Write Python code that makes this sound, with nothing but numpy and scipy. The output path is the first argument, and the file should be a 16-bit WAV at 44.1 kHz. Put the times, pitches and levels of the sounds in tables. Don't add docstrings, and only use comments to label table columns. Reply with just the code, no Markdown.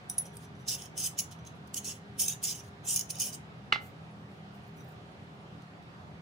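import sys
import numpy as np
from scipy import signal
from scipy.fft import rfft, irfft, next_fast_len
from scipy.io import wavfile
from scipy.ndimage import uniform_filter1d

SR = 44100
rng = np.random.default_rng(int(sys.argv[2]) if len(sys.argv) > 2 else 0)


def store_wav(level_fs):
    pcm = np.round(np.clip(np.atleast_2d(level_fs), -1, 1) * 32767)
    wavfile.write(sys.argv[1], SR, pcm.T.astype(np.int16))


def natural_amplitude(level_db):
    exponent = np.asarray(level_db, float) / 20
    return 10 ** exponent


N = 273861


def evened(x):
    return x / np.sqrt(np.mean(x ** 2) + 1e-20)


def read(points, hz):
    f, value = np.transpose(points)
    return np.interp(np.log(hz + 1), np.log(f + 1), value)


def resonate(x, hz, width_hz):
    return signal.lfilter(*signal.iirpeak(hz, hz / width_hz, SR), x)


def coloured(points, shares=1):
    hz = np.fft.rfftfreq(512, 1 / SR)
    taps = np.fft.fftshift(irfft(natural_amplitude(read(points, hz)) * shares), axes=-1) * np.hanning(512)
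    return taps / np.linalg.norm(taps, axis=-1, keepdims=True)


def envelope_db(start, length, level_db, change_db, rise, fall, lift_db=0, lift_s=0.03):
    t = np.arange(N) / SR - start
    after = np.maximum(t - length, 0)
    hold_db = level_db + change_db * np.clip(t / max(length, 1e-3), 0, 1)
    return hold_db + rise * np.minimum(t, 0) - lift_db * np.minimum(after / lift_s, 1) - fall * after


# frequency in Hz, level in dB per Hz.
AIR_SPECTRUM = [(15, -77.5), (25, -50), (48, -30.5), (61, -29.5), (76, -3), (202, -6), (265, -14.5),
                (408, -13.5), (443, -13), (741, -13), (1080, -16.5), (1210, -15.5), (3980, -28),
                (12100, -53), (16300, -64.5)]
# frequency in Hz, likeness from -1 to 1.
AIR_LIKENESS = [(60, 0.61), (110, 1), (200, 0.69), (380, 0.79), (700, 0.2), (1290, -0.33), (2380, -0.41),
                (4400, -0.044), (8120, 0.4), (15000, 1)]
# frequency in Hz, level in dB.
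AIR_LEFT_DB = [(60, -2.5), (110, 0.5), (200, -0.5), (380, 2), (700, -2.5), (1290, -2.5), (2380, -2),
               (4400, -0.5), (8120, -1), (15000, -8)]


def air(level_db=-47.5, patchy_db=1.2, swell_db=0.35):
    frames, hz = N // 512 + 5, np.fft.rfftfreq(2048, 1 / SR)
    a, b, c, d, patches = rng.standard_normal((frames, 1025, 5)).T
    patches = evened(uniform_filter1d(uniform_filter1d(patches, 20, 0), 8, 1))
    swell = evened(uniform_filter1d(rng.standard_normal(frames), 20))
    same = np.clip(read(AIR_LIKENESS, hz), -1, 1)[:, None]
    left = a + 1j * b
    right = same * left + np.sqrt(1 - same ** 2) * (c + 1j * d)
    z = np.array([left, right])
    z *= natural_amplitude(read(AIR_SPECTRUM, hz)[:, None] + patchy_db * patches + swell_db * swell)
    z *= natural_amplitude(np.outer([0.5, -0.5], read(AIR_LEFT_DB, hz)))[:, :, None]
    rush = signal.istft(z, nperseg=2048, noverlap=1536)[1][:, :N]
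    return natural_amplitude(level_db - 4) * evened(rush)


# frequency in Hz, width in Hz, level in dB.
HUM_LINES = [(94.2, 9.1, -65.5), (125.4, 18.5, -57), (162.04, 11.5, -55), (201.36, 6, -59),
             (240.2, 3.2, -67.5), (282.2, 29, -65), (364.4, 11, -70.5), (403.5, 1.54, -66), (713, 21, -70),
             (755.6, 25, -69.5), (820, 17, -77.5), (929, 7.1, -74.5), (1183, 21, -78.5)]


def hum():
    out = np.zeros(N)
    for hz, width_hz, db in HUM_LINES:
        line = resonate(rng.standard_normal(N), hz, width_hz)
        out += natural_amplitude(db) * evened(resonate(line, hz, width_hz))
    return out


# time in seconds, level in dB.
TOUCHES = [
    (5.621, -57),
    (5.826, -61),
]
# frequency in Hz, level in dB per Hz.
TOUCH_SPECTRUM = [(1200, -20), (2200, 0), (5000, -1), (9000, -6), (16000, -12)]


def touches(t60_s=0.03):
    t, out = np.arange(2000) / SR, np.zeros(N)
    for s, peak_db in TOUCHES:
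        puff = np.convolve(rng.standard_normal(len(t)), coloured(TOUCH_SPECTRUM), "same")
        out[round(s * SR):][:len(t)] += natural_amplitude(peak_db - 60 * t / t60_s) * puff
    return out


# start in seconds, length in seconds, skin rub in dB, fine top in dB above the rub.
FINGER_RUBS = [
    (3.822, 0.047, -66, -5),
    (4.164, 0.065, -84, -11.5),
    (4.305, 0.075, -79.5, -17),
    (4.543, 0.018, -74, -13),
    (4.627, 0.035, -83, -9),
    (4.768, 0.043, -73.5, -14),
    (4.876, 0.038, -75, -12),
    (5.2, .04, -81, -29),
    (5.32, 0.032, -86, -11),
    (5.407, .03, -91, -10),
]
# frequency in Hz, level in dB per Hz.
SKIN_SPECTRUM = [(3000, -25), (7000, 1), (12000, -2), (16000, -15)]


def fingers(rise_db_per_s=606, fall_db_per_s=392):
    level = np.zeros((2, N))
    for start, length, rub_db, top_db in FINGER_RUBS:
        rub = envelope_db(start, length, rub_db, 0, rise_db_per_s, fall_db_per_s)
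        level += natural_amplitude(rub + np.array([[0], [top_db + 11]]))
    level = uniform_filter1d(level, 200, axis=1)
    above = 1 / (1 + (13300 / (np.fft.rfftfreq(512, 1 / SR) + 1)) ** 24)
    colours = coloured(SKIN_SPECTRUM, np.array([1 - above, above]))
    noise = rng.standard_normal((2, N))
    return sum(signal.oaconvolve(gain * noise, taps[None], "same") for gain, taps in zip(level, colours))


# time in seconds, level in dB, contact in seconds, dullness in dB per octave.
BLOWS = [
    (3.7228, -15, .004, 0),
    (3.733, -31, .003, -5),
    (3.7575, -20.5, .0035, -8),
    (3.82, -50, .004, -2),
]
# frequency in Hz, level in dB, T60 in seconds.
BENCH_MODES = [(390, -32, .06), (560, -31, .03), (680, -31, .02), (830, -15.5, .025), (1180, -14, .015),
               (1340, -5, .012), (1400, -19, .04), (1690, -17, .05), (2068, -11.5, .18), (2130, -7, .012),
               (2155, -17, .14), (2770, -21, .1), (2860, 1.5, .012), (3090, -24, .06), (3600, -20, .03),
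               (4250, -14, .012)]
# frequency in Hz, level in dB per Hz.
CLACK_SPECTRUM = [(150, -42), (400, -17), (1000, -12), (2090, -3), (2860, 0), (3600, -6), (4600, -12),
                  (16000, -50)]
# frequency in Hz, level in dB per Hz.
RATTLE_SPECTRUM = [(800, -8), (2000, 1), (4000, -1.5), (6000, -15), (9000, -36)]


def knock(clack_db=-8.5, clack_t60_s=0.0096, rattle_db=-14.5, rattle_t60_s=0.14):
    t, out = np.arange(8000) / SR, np.zeros(N)
    for s, blow_db, contact_s, dull_db in BLOWS:
        swell = np.sin(np.pi / 2 * np.minimum(t / contact_s, 1)) ** 2
        after = np.maximum(t - contact_s, 0)
        ring = np.zeros(len(t))
        for hz, db, t60_s in BENCH_MODES:
            mode_db = db + dull_db * max(np.log2(hz / 1000), -0.3) - 60 * after / t60_s
            ring += natural_amplitude(mode_db) * np.sin(2 * np.pi * hz * (t - contact_s) + (hz / 500) ** 2)
        clack = np.convolve(rng.standard_normal(len(t)), coloured(CLACK_SPECTRUM), "same")
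        clack *= natural_amplitude(clack_db + 2 * dull_db - 60 * after / clack_t60_s)
        rattle = np.convolve(rng.standard_normal(len(t)), coloured(RATTLE_SPECTRUM), "same")
        rattle *= natural_amplitude(rattle_db + 2 * dull_db - 60 * after / rattle_t60_s)
        out[round(s * SR):][:len(t)] += natural_amplitude(blow_db) * swell * (ring + clack + rattle)
    return out


# time in seconds, peak in dB, favoured pitch in Hz, fall-off
# from it in dB per octave.
PINGS = [(.098, -28, 9600, 40), (.0978, -40, 6100, 14), (.1, -30, 8500, 62), (.0965, -50, 14900, 57),
         (.1827, -52, 14900, 60), (.1812, -22, 10360, 60), (.184, -42, 5500, 14), (.256, -52, 5900, 34),
         (.2535, -48, 10400, 42), (.31, -62, 5900, 40), (.34, -58, 8300, 60), (.3685, -42, 8300, 60),
         (.3687, -47, 4900, 62), (.443, -57, 5900, 25), (.545, -66, 10400, 42), (.55, -61, 5900, 25),
         (.59, -61, 5900, 30), (.608, -59, 5900, 40), (1.39, -60, 5900, 40), (4.1, -64, 10300, 51),
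         (4.5374, -70, 10400, 33), (4.55, -62, 14900, 60), (4.632, -65, 10400, 50), (4.645, -66, 5900, 50),
         (4.658, -61, 10400, 48), (4.668, -64, 14900, 60), (4.768, -62, 10370, 61), (4.768, -58, 14900, 60),
         (4.768, -63, 5900, 40), (4.783, -62, 10400, 60), (4.793, -58, 5900, 38), (4.799, -57, 3800, 60),
         (4.8, -60, 14900, 60), (4.835, -59, 14900, 60), (4.845, -65, 10400, 60), (4.88, -59, 14900, 60),
         (4.8854, -68, 10400, 33), (4.915, -61, 14900, 60), (5.1, -64, 10400, 56), (5.4, -66, 10400, 56),
         (5.826, -64, 3800, 60)]
# frequency in Hz, level in dB, T60 in seconds.
FREE_MODES = [
    [(5890, 0, .1), (6030, -2, .13), (5600, 2, .015)],
    [(4900, -6, .04)],
    [(8300, -9, .06), (8550, 4, .015)],
    [(10335, -7, .13), (10430, -8, .1), (10400, 7, .016)],
    [(14880, 4, .1), (15100, 4, .06)],
    [(3800, 0, .06)],
]


def pings(flutter_db=5, soft_db=-57, hard_rise_s=0.00019, soft_rise_s=0.008):
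    t, out = np.arange(9000) / SR, np.zeros(N)
    for s, peak_db, favoured_hz, fall_db in PINGS:
        rise = np.minimum(t / (hard_rise_s if peak_db > soft_db else soft_rise_s), 1)
        for group in FREE_MODES:
            db = peak_db - fall_db * abs(np.log2(group[0][0] / favoured_hz))
            ring = np.zeros(len(t))
            for hz, mode_db, t60_s in group:
                ring += natural_amplitude(mode_db - 60 * t / t60_s) * np.sin(2 * np.pi * (hz * t + rng.random()))
            waver = evened(uniform_filter1d(rng.standard_normal(len(t)), size=300)) - 1
            flutter = natural_amplitude(flutter_db * waver * np.minimum(t / 0.01, 1))
            out[round(s * SR):][:len(t)] += natural_amplitude(db + 2.0) * flutter * ring * rise
    return out


# frequency in Hz, level in dB per Hz.
SCRAPE_SPECTRUM = [(880, -48.5), (1500, -26), (1760, -22.5), (1930, -25), (2250, -18), (2960, -13),
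                   (3600, -12.5), (4300, -11), (4800, -3), (5280, 2), (6510, 2), (7950, -7), (9140, -7.5),
                   (10700, -9), (12200, -15), (13600, -16.5), (14300, -12), (15300, -6), (16300, -28)]


def zones():
    hz = np.fft.rfftfreq(512, 1 / SR)
    above = [1 / (1 + (edge_hz / (hz + 1)) ** 24) for edge_hz in (1e-3, 4200, 8000, 13000, 1e9)]
    return coloured(SCRAPE_SPECTRUM, -np.diff(above, axis=0))


# touch-down in seconds, length in seconds, pressure in dB,
# pressure change over the stroke in dB, brightness in dB.
STROKES = [(0.176, 0.047, -64, -11, -5), (0.256, 0.017, -61, -3, 2), (0.337, 0.023, -72.5, 2, 9),
           (0.404, 0.047, -70, 5, 2), (0.593, 0.04, -78, -4, 3), (0.684, 0.067, -34, -5.5, -5),
           (0.784, 0.08, -51.5, -6, -2.5), (0.978, 0.054, -39, -1, -2), (1.042, 0.033, -34.5, -4.5, 2),
           (1.189, 0.0095, -35, -0.5, -5), (1.314, 0.0095, -58.5, 7.5, -3), (1.467, 0.0063, -54, 4, -10),
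           (1.555, 0.019, -79, -7, 2), (1.76, 0.02, -44, 7.5, -1.5), (1.851, 0.068, -40.5, -3, -4),
           (1.927, 0.056, -61, -12, 3.5), (2.199, 0.064, -32.5, -7, 1.5), (2.283, 0.058, -37, -12, -1.5),
           (2.439, 0.089, -34.5, -4.5, -4), (2.549, 0.058, -47.5, -7.5, -5),
           (2.636, 0.051, -67.5, -1, -1.5), (2.851, 0.026, -56.5, 11.5, 4.5), (2.881, 0.064, -37, 3.5, 0.5),
           (2.953, 0.054, -42, -2, -3), (3.107, 0.0047, -35.5, -9, -1), (3.145, 0.028, -56, 6.5, -11),
           (3.203, 0.047, -34.5, -6.5, -3), (3.26, 0.044, -38, -14.5, 0), (3.333, 0.02, -46, -2, -4.5)]
# time in seconds, peak in dB, brightness in dB.
CATCHES = [(0.0968, -30.5, 8), (0.182, -27, 7.5), (0.3685, -42, 12.5), (0.82, -31, -12), (1.041, -26, 0),
           (1.1883, -15.5, 1.5), (1.197, -22.5, 6.5), (1.203, -24, -2), (0.689, -28, 0), (.8538, -43, -6),
           (1.012, -36, 0), (1.45, -45, -8), (1.6732, -46.5, 2), (1.7424, -20.5, -3.5), (1.844, -31, -9),
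           (2.2813, -17, 1.5), (2.419, -45, 2), (2.4274, -31, -1), (2.432, -28, 0), (2.438, -25, -2),
           (2.96, -13.5, 2.5), (2.966, -17.5, -5), (2.976, -26, -9.5), (2.2027, -33, 6), (2.502, -29, 6),
           (3.3391, -39, 0), (1.766, -35, 0), (2.972, -19.5, -4.5), (2.992, -19.5, -1),
           (3.009, -19.5, -2.5), (3.104, -24, 0), (3.1532, -36, 3), (3.1848, -31, -3), (3.1983, -19.5, 6),
           (3.217, -19, 5), (3.223, -19, -2.5), (0.6764, -34, 0), (2.192, -38, 3.5), (2.8749, -27, 0),
           (1.388, -56, 1)]
ZONE_GAIN_DB = [1, -2.5, -1.5, 6]


def drive_levels():
    t, power = np.arange(3000) / SR, np.zeros((4, N))
    bend_per_db = -0.38
    point_per_db, dulling_db_per_s, catch_t60_s = 0.5, 13, 0.018
    for start, length, pressure_db, change_db, bright_db in STROKES:
        span = slice(max(round((start - 0.1) * SR), 0), round((start + length + 0.3) * SR))
        db = envelope_db(start, length, pressure_db, change_db, rise=1497, fall=390, lift_db=26.5)[span]
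        drawn_s = np.clip(np.arange(span.start, span.stop) / SR - start, 0, length)
        bright = bright_db - dulling_db_per_s * drawn_s
        bend = -16 + bend_per_db * (db + 35)
        zone_db = np.array([bend, 0 * db, -1 + bright, -13.5 + point_per_db * bright])
        power[:, span] += natural_amplitude(2 * (db + zone_db))
    power = uniform_filter1d(np.sqrt(power), 200, axis=1) ** 2
    for s, peak_db, bright_db in CATCHES:
        bend = -16 + bend_per_db * (peak_db + 25)
        zone_db = np.array([bend, 0, -3.5 + bright_db, -10.5 + point_per_db * bright_db])
        burst_db = peak_db - 4.5 - 60 * t / catch_t60_s + zone_db[:, None]
        power[:, round(s * SR):][:, :len(t)] += natural_amplitude(2 * burst_db) * np.minimum(t / 0.0018, 1) ** 2
    return np.sqrt(power) * natural_amplitude(np.array(ZONE_GAIN_DB))[:, None]


def moving_contact(x, patchy_db, size, count=14):
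    z = signal.stft(x, nperseg=size, noverlap=size * 3 // 4)[2]
    patches = rng.standard_normal(z.shape[:0:-1]).T
    patches = evened(uniform_filter1d(uniform_filter1d(patches, size=3, axis=0), size=count, axis=1))
    return signal.istft(z * natural_amplitude(patchy_db * patches), nperseg=size, noverlap=size * 3 // 4)[1][:, :N]


# frequency in Hz, width in Hz, level in dB.
BLADE_MODES = [(2980, 200, -3.5), (5500, 79, -13.5), (5910, 120, 2.5), (6170, 60, -7), (6364, 150, 2),
               (6660, 50, -10.5), (6970, 60, -4), (7390, 120, -6.5), (8580, 95.3, -7.5), (9080, 200, -5.5),
               (10330, 140, 6.5), (14560, 150, 1), (15200, 250, 0.5)]
# time in seconds, level in dB.
GRIP_DB = [
    (0, -5),
    (.7, -6),
    (1.05, 3),
    (1.2, 1),
    (1.8, 1.5),
    (2.3, -0.5),
    (2.9, 0.5),
    (3.25, 4),
]


def scribe(grains_per_s=14000, spread_db=4.0, chatter_db=1.5, blade_db=-8.5):
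    size = natural_amplitude(spread_db * np.minimum(rng.exponential(1, (2, N)), 3)) * rng.choice([-1, 1], (2, N))
    chatter = natural_amplitude(chatter_db * evened(uniform_filter1d(rng.standard_normal(N), 120)))
    grit = evened(size * (rng.random((2, N)) < grains_per_s / SR) * chatter)
    levels = drive_levels()
    tool = sum(signal.oaconvolve(level * grit, taps[None], "same") for level, taps in zip(levels, zones()))
    levels[0] *= natural_amplitude(np.interp(np.arange(N) / SR, *np.transpose(GRIP_DB)))
    blade = np.zeros(N)
    for hz, width_hz, db in BLADE_MODES:
        zone = np.searchsorted([4200, 8000, 13000], hz)
        even_power = np.sqrt(SR / (2 * np.pi * width_hz))
        blade += natural_amplitude(db) * even_power * resonate(levels[zone] * grit[0], hz, width_hz)
    steel = tool + natural_amplitude(blade_db) * blade * [[1], [0]]
    steel = moving_contact(steel, patchy_db=2.5, size=256)
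    steel = moving_contact(steel, patchy_db=4.5, size=1024)
    return signal.sosfilt(signal.butter(2, 1000, "high", fs=SR, output="sos"), steel)


def ports(shared, phase, left_db, apart=0, same=((1, 1), (2, 1))):
    size = next_fast_len(N)
    hz = np.fft.rfftfreq(size, 1 / SR)
    half = natural_amplitude(read(left_db, hz) / 2) * np.exp(0.5j * np.interp(hz, *np.transpose(phase)))
    like = np.clip(read(same, hz), 0, 1)
    both = np.sqrt((1 + like) / 2) * rfft(shared, size)
    other = np.sqrt((1 - like) / 2) * rfft(apart + 0 * shared, size)
    return irfft(np.array([(both + other) * half, (both - other) / half]), size)[:, :N]


# frequency in Hz, T60 in seconds.
ROOM_T60 = [(300, 0.79), (2000, 0.26), (6000, 0.21), (15000, 0.13)]


def room(x):
    taps = np.zeros((2, 20000))
    at = np.arange(160, 19980, 20) + rng.integers(0, 20, (2, 991))
    np.put_along_axis(taps, at, rng.choice([-1., 1.], at.shape), 1)
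    hz, t, z = signal.stft(taps, SR, nperseg=256)
    decay = natural_amplitude(-60 * t / read(ROOM_T60, hz)[:, None])
    tail = signal.istft(z * decay, SR, nperseg=256)[1]
    return signal.fftconvolve(x[None], tail / np.linalg.norm(tail[0]), axes=1)[:, :N]


# frequency in Hz, phase in rad by which left leads.
STEEL_PHASE = [(0, 0), (1700, -2.8), (2700, -.5), (3700, -.6), (4400, -1.8), (5500, .2), (6500, -.3),
               (7500, 2.4), (8400, 2.4), (9800, 1.2), (11500, 2.2), (14000, 2.3), (16000, 2.7)]
# frequency in Hz, level in dB.
STEEL_LEFT_DB = [(60, 2), (150, -1), (380, -3.5), (950, -2.5), (2380, 0), (5980, -3.5), (15000, -0.5)]
# frequency in Hz, likeness from 0 to 1.
STEEL_LIKENESS = [(2000, 0.24), (3000, 1), (4500, 0.44), (6100, 0.39), (7100, 0.11), (9500, 0.3),
                  (12000, 0.55), (14500, 0.92)]
# frequency in Hz, phase in rad by which left leads.
BENCH_PHASE = [(0, 0), (830, -.1), (1200, -1.7), (1800, -4.7), (2100, -4.9), (2800, -6.8), (3100, -6.4),
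               (3600, -4.8), (4250, -5.2), (6000, -6.6), (16000, -8)]
# frequency in Hz, level in dB.
BENCH_LEFT_DB = [(400, -1.5), (830, 1), (1350, -13), (2100, -2), (2800, -1), (3500, -4), (7000, -3)]


def scene():
    steel, apart = scribe() + fingers()
    steel = steel + pings() + touches()
    bench = knock()
    near = ports(steel, STEEL_PHASE, STEEL_LEFT_DB, apart, STEEL_LIKENESS)
    near += ports(bench, BENCH_PHASE, BENCH_LEFT_DB)
    reverb = natural_amplitude(-15) * room(bench) + natural_amplitude(-9.5) * room(steel)
    hiss = natural_amplitude(-93) * rng.standard_normal((2, N))
    return near + reverb + air() + hum() + hiss


def band_limit(x):
    return signal.sosfilt(signal.butter(12, 16470, fs=SR, output="sos"), x)


def record(dry):
    lowpass = signal.firwin(1201, 15860, window=("kaiser", 7), fs=SR)
    limited = signal.oaconvolve(dry, lowpass[None], "same")
    return band_limit(limited)


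dry = scene()
out = record(dry)
store_wav(out)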